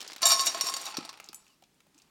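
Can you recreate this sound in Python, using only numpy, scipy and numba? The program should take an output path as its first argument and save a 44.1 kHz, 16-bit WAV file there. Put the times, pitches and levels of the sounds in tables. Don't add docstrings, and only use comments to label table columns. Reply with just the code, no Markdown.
import sys
import numpy as np
from scipy import signal
from scipy.fft import rfft, irfft
from scipy.io import wavfile
from scipy.ndimage import uniform_filter1d
from numba import njit

SR = 44100
rng = np.random.default_rng(int(sys.argv[2]) if len(sys.argv) > 2 else 0)


def bounce(signal):
    frames = np.transpose(np.atleast_2d(signal))
    limited = np.clip(frames, -1, 1)
    pcm = np.round(limited * 32767).astype(np.int16)
    wavfile.write(sys.argv[1], SR, pcm)


def amplitude_ratio(level_db):
    exponent = np.asarray(level_db, float) / 20
    return 10 ** exponent


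N = 92610


def curve(table, col):
    table = np.array(table, float)
    return np.interp(np.arange(N) / SR, table[:, 0], table[:, col])


def colour(x, table):
    table = np.array(table, float)
    hz = np.maximum(np.arange(N // 2 + 1) * SR / N, 1)
    gain = amplitude_ratio(np.interp(np.log(hz), np.log(table[:, 0]), table[:, 1]))
    y = irfft(rfft(x) * gain, N)
    return y * np.sqrt(np.mean(x ** 2) / np.mean(y ** 2))


def high_pass(x, order, hz):
    return signal.sosfilt(signal.butter(order, hz, "high", fs=SR, output="sos"), x)


def fade(x, t60):
    return signal.lfilter([1], [1, -np.exp(-np.log(1000) / (max(t60, .002) * SR))], x)


def envelope(power, t60):
    return np.sqrt(fade(power, t60 / 2))


def spikes(times, sizes):
    return np.bincount(np.clip((np.asarray(times) * SR).astype(int), 0, N - 1), sizes, N)


@njit
def ring(x, hz, loss):
    y, z = np.empty(len(x)), 0j
    for i in range(len(x)):
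        if i % 32 == 0:
            turn = np.exp(2j * np.pi * hz[i] / SR) * (1 - loss[i])
        z = z * turn + x[i]
        y[i] = z.imag
    return y


def hush():
    # frequency in Hz, level in dB.
    hush_colour = [(15, -49.5), (25, -14.5), (58, -6), (87, -14), (162, -2.5), (376, -8.5), (536, -14),
                   (7430, -21), (16300, -29.5)]
    return amplitude_ratio(-70) * colour(rng.standard_normal(N), hush_colour)


def room(x):
    room_db, t60_s, top_hz = -15.5, .35, 5980
    n = np.arange(SR // 2)
    tail = rng.standard_normal(len(n)) * np.exp(-n * np.log(1000) / (t60_s * SR)) * (n > .004 * SR)
    tail = signal.lfilter(*signal.butter(1, top_hz, fs=SR), tail)
    tail = tail / np.sqrt(np.sum(tail ** 2))
    return amplitude_ratio(room_db) * signal.fftconvolve(x, tail)[:N]


def squeak():
    # start in seconds, end in seconds, level in dB, first pitch in Hz, last pitch in Hz.
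    glides = [(1.485, 1.545, -69.5, 3080, 2650), (1.52, 1.56, -72, 4950, 4450),
              (1.945, 1.985, -66, 240, 410), (2.03, 2.065, -67, 170, 270)]
    out = 0
    for start, end, db, hz0, hz1 in glides:
        along = np.clip((np.arange(N) / SR - start) / (end - start), 0, 1)
        swell = np.sqrt(np.abs(np.sin(np.pi * along)))
        rough = uniform_filter1d(rng.standard_normal(N), size=500)
        tone = np.sin(2 * np.pi * np.cumsum(hz0 + (hz1 - hz0) * along) / SR)
        out = out + amplitude_ratio(db) * swell * (1 + .45 * rough / rough.std()) * tone
    return out


def thuds():
    # time in seconds, level in dB, pitch in Hz.
    knocks = [(0.639, -35, 383), (0.984, -22, 293), (1.294, -43.5, 350)]
    t60_s = 0.021
    loss = np.full(N, np.log(1000) / (t60_s * SR))
    low = 0
    for s, db, hz in knocks:
        blow = spikes([s], [amplitude_ratio(db)]) + 1e-18
        low = low + ring(blow, np.full(N, hz * 1.), loss)
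    return uniform_filter1d(low, size=30)


def clink():
    # pitch in Hz, level in dB, time to die 60 dB in seconds.
    clink_modes = [(7180, -4, 0.16), (7900, -2.5, 0.13), (8200, -13, 0.11), (8840, -8, 0.068),
                   (9500, -7.5, 0.14), (10200, -5, 0.11), (10900, -10, 0.12), (6300, -4, 0.043),
                   (12170, -1, 0.065), (13100, -15, 0.11)]
    clink_s, clink_db = 1.3453, -46.5
    blow = spikes([clink_s], [amplitude_ratio(clink_db)]) + 1e-18
    shifts = rng.uniform(-1, 1, (len(clink_modes), 3)) * [0, 1, 1]
    out = 0
    for (hz, db, t60), row in zip(clink_modes, shifts):
        loss = np.full(N, np.log(1000) / (t60 * SR))
        for shift in row:
            mode = ring(blow, np.full(N, hz * (1 + .025 * shift)), loss)
            out = out + amplitude_ratio(db - 6 * (shift != 0)) * mode
    return out


def stream(col):
    # time in seconds, level on the steel in dB, level of the dry rustle in dB.
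    flow = [(0, -99, -53), (.1, -94, -50), (.205, -107, -59), (.225, -48, -40.5), (.3, -25, -42.5),
            (.38, -33.5, -43), (.5, -33, -43.5), (.6, -42, -44.5), (.68, -26.5, -47.5), (.73, -40, -45.5),
            (.9, -36.5, -53), (1.0, -94, -52.5), (1.15, -62.5, -63), (1.3, -64, -68), (1.42, -61, -77),
            (1.54, -60.5, -94), (1.58, -86, -105.5), (1.9, -79, -86), (2.0, -73, -75.5), (2.1, -69, -82)]
    pieces_per_s, extra_db = 600, 2.5
    draw = rng.random((int(pieces_per_s * N / SR), 2))
    t = draw[:, 0] * N / SR
    db = curve(flow, col)[(t * SR).astype(int)] - extra_db * np.log(1 - draw[:, 1])
    return t, amplitude_ratio(db)


def rustle():
    # frequency in Hz, level in dB.
    rustle_colour = [(59, -39.5), (100, -27), (308, -4.5), (558, -8.5), (836, -2.5), (1650, -6.5),
                     (4470, -5.5), (9610, -19), (16000, -52.5)]
    t, size = stream(col=2)
    return envelope(spikes(t, size ** 2), 0.014) * colour(rng.standard_normal(N), rustle_colour)


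def clicks():
    # time in seconds, peak in dB, centre pitch in Hz, width to either side in octaves (.2 at least).
    contacts = [(0.005, -30, 4200, 0.68), (0.014, -29, 4200, 0.72), (0.027, -35, 4250, 0.98),
                (0.077, -29.5, 5240, 0.47), (0.085, -45, 4500, 0.57), (0.108, -36.5, 4350, 0.57),
                (0.132, -32.5, 4950, 0.59), (0.162, -30, 1420, 2.1), (0.182, -35, 4170, 0.72),
                (1.129, -40, 1290, 2.5), (1.174, -43, 2196, 1.6), (1.2, -34, 1945, 2.2),
                (1.242, -40, 5660, 0.56), (1.26, -44, 6040, 0.3), (1.288, -32.5, 4840, 0.34),
                (1.33, -38.5, 2968, 2.2), (1.345, -34, 7570, 0.28), (1.466, -56.5, 2260, 0.89),
                (1.479, -52.5, 4520, 0.78), (1.623, -56.5, 3900, 0.6), (1.624, -52.5, 570, 0.55),
                (1.638, -49, 4200, 0.6), (1.743, -62.5, 6870, 0.57), (1.804, -52, 3360, 1.3),
                (1.867, -55.5, 510, 0.3), (1.945, -56, 5300, 0.73), (1.979, -49.5, 6200, 0.37),
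                (1.987, -48, 6170, 0.44), (1.999, -54.5, 3340, 0.37), (2.019, -50, 5620, .5)]
    t60_s, tail_db, tail_t60_s = 0.029, -19, 0.038
    broad_db = -19.5
    out, t = np.zeros(N + 4096), np.arange(4096) / SR
    f = np.maximum(np.arange(2049) * SR / 4096, 1)
    tail = 1000. ** (-t / t60_s) + amplitude_ratio(tail_db) * 1000. ** (-t / tail_t60_s)
    for s, db, hz, octaves in contacts:
        away = np.log2(f / hz) / max(octaves, .2)
        gain = amplitude_ratio(broad_db) + 1 / (1 + away ** 4)
        burst = tail * irfft(rfft(rng.standard_normal(4096)) * gain)
        start = int(s * SR)
        out[start:start + 4096] += amplitude_ratio(db) * burst / np.abs(burst).max()
    return out[:N]


def heap(x):
    # pitch in Hz, level in dB, width in Hz.
    resonances = [(850, 8, 120), (1290, 5, 180), (2500, 3, 400)]
    x = x * (np.arange(N) > .85 * SR)
    out = 0
    for hz, db, width in resonances:
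        out = out + amplitude_ratio(db) * signal.lfilter(*signal.iirpeak(hz, hz / width, SR), x)
    return out


TREBLE_HZ = 6300


def clatter(t, size, high_db):
    # frequency in Hz, level in dB.
    steel_colour = [(120, -73), (200, -34.5), (683, -12.5), (950, -11.5), (1060, -0.5), (1420, -14),
                    (3130, -10.5), (4520, -5), (4950, -0.5), (16000, -24)]
    wash_db, wash_t60_s, tick_db, tick_t60_s = -20, 0.054, -18, 0.02
    noise = colour(rng.standard_normal(N), steel_colour)
    out = 0
    for kind, gain in (("low", size), ("high", size * amplitude_ratio(high_db))):
        power = spikes(t, gain ** 2)
        shape = amplitude_ratio(wash_db) * envelope(power, wash_t60_s) + amplitude_ratio(tick_db) * envelope(power, tick_t60_s)
        band = signal.butter(2, TREBLE_HZ, kind, fs=SR, output="sos")
        out = out + signal.sosfilt(band, shape * noise)
    return out


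def bowl():
    # time in seconds, level in dB, extra level of low rings in dB, extra level of treble in dB.
    strikes = [(0.2188, -15, -33, 4), (0.2291, -5, 8, -8.5), (0.2548, -4.5, -5, 0), (0.2667, -5.5, 1.5, 5),
               (0.2864, -12, 2.5, 5), (0.3051, -5, -3, -2), (0.3184, -4, 3, -1), (0.3943, -8, -0.5, -7),
               (0.4079, -18, -5, 7), (0.453, -23, -5, 5.5), (0.4609, -17.5, -2, 9), (0.4686, -6, -2, -1.5),
               (0.5463, -20.5, 12.5, -1.5), (0.61, -9, -4, 0.5), (0.668, -16.5, -1, 2),
               (0.6868, -14, -1.5, -4), (0.6969, -22.5, 18.5, 7), (0.7389, -13, -5.5, 1),
               (0.7661, -14, -2.5, -2.5), (0.8143, -27, 3.5, 6), (0.8552, -22.5, -2.5, 4.5),
               (0.865, -16, -14.5, -4), (0.9434, -26.5, -4, -9), (0.9697, -13.5, 0, -3.5),
               (1.0506, -25, 1, 0.5), (1.0568, -53, 22.5, -15), (1.0919, -18.5, -4, -6)]
    # pitch in Hz, level in dB, time to die 60 dB in seconds when the bowl is empty.
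    bowl_modes = [(685, -9, 0.21), (1084, -6, 0.42), (1285, -17.5, 0.25), (2416, -11.5, .08),
                  (1737, -17.5, 0.3), (2880, -13, 0.14), (3780, -2.5, 0.13), (4199, -7.5, 0.079),
                  (4685, -21.5, 0.6), (4522, 2, 0.11), (5460, -10.5, 0.17), (5622, 0, 0.2),
                  (5940, -7.5, 0.1), (6790, -7.5, 0.26), (7423, -1.5, 0.086), (8560, -9.5, 0.2),
                  (9130, -9.5, 0.21), (10900, -9, 0.05), (10950, -22.5, 0.39), (13140, -7.5, 0.064),
                  (14750, -31.5, .1)]
    ring_db, spot_db = -25, 5.5
    handful_s, later_db = .006, -9
    fill_start_s, damping_per_s = .33, 4
    cluster, cluster_db = .042, -4.5
    wander, wander_per_s = .005, 30

    hits = np.repeat(np.array(strikes, float), 3, axis=0)
    later = np.arange(len(hits)) % 3 > 0
    small_t, small = stream(col=1)
    t = np.r_[hits[:, 0] + handful_s * later * rng.random(len(hits)), small_t]
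    size = np.r_[amplitude_ratio(hits[:, 1] + later_db * later), small]
    low_db, high_db = (np.r_[hits[:, k], 0 * small] for k in (2, 3))

    spot = rng.standard_normal((len(t), len(bowl_modes), 6))
    sign = rng.choice([-1, 1], spot.shape)
    shift = rng.uniform(-1, 1, (len(bowl_modes), 6))
    walk = rng.standard_normal((len(bowl_modes), 6, 200))
    now = np.arange(N) / SR
    damp = 1 + damping_per_s * np.maximum(now - fill_start_s, 0)
    out = 0
    for k, (hz, db, t60) in enumerate(bowl_modes):
        tone_db = low_db if hz < 2000 else high_db if hz > TREBLE_HZ else 0
        loss = np.log(1000) * damp / (t60 * SR)
        for j in range(6 if hz > 3000 else 4):
            scatter_db = spot_db * (spot[:, k, j] + spot[:, k, 0]) / 2
            weaker_db = cluster_db * (j > 0) * (1 + (hz < 2000))
            push = size * sign[:, k, j] * amplitude_ratio(ring_db + db + tone_db + scatter_db + weaker_db)
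            drift = wander * damp * np.interp(now * wander_per_s, np.arange(200), walk[k, j])
            pitch = hz * (1 + cluster * shift[k, j] * (j > 0) + drift)
            out = out + ring(spikes(t, push) + 1e-18, pitch, loss)
    return high_pass(out + clatter(t, size, high_db), 4, 540)


def scene():
    dry_contacts = clicks() + rustle()
    near = bowl() + dry_contacts + heap(dry_contacts) + thuds() + clink() + squeak()
    near = high_pass(near + room(near), 3, 157)
    return (near + hush())[None]


def band_limit(x):
    return signal.sosfilt(signal.butter(12, 16470, fs=SR, output="sos"), x)


def record(dry):
    return band_limit(dry)


dry = scene()
out = record(dry)
bounce(out)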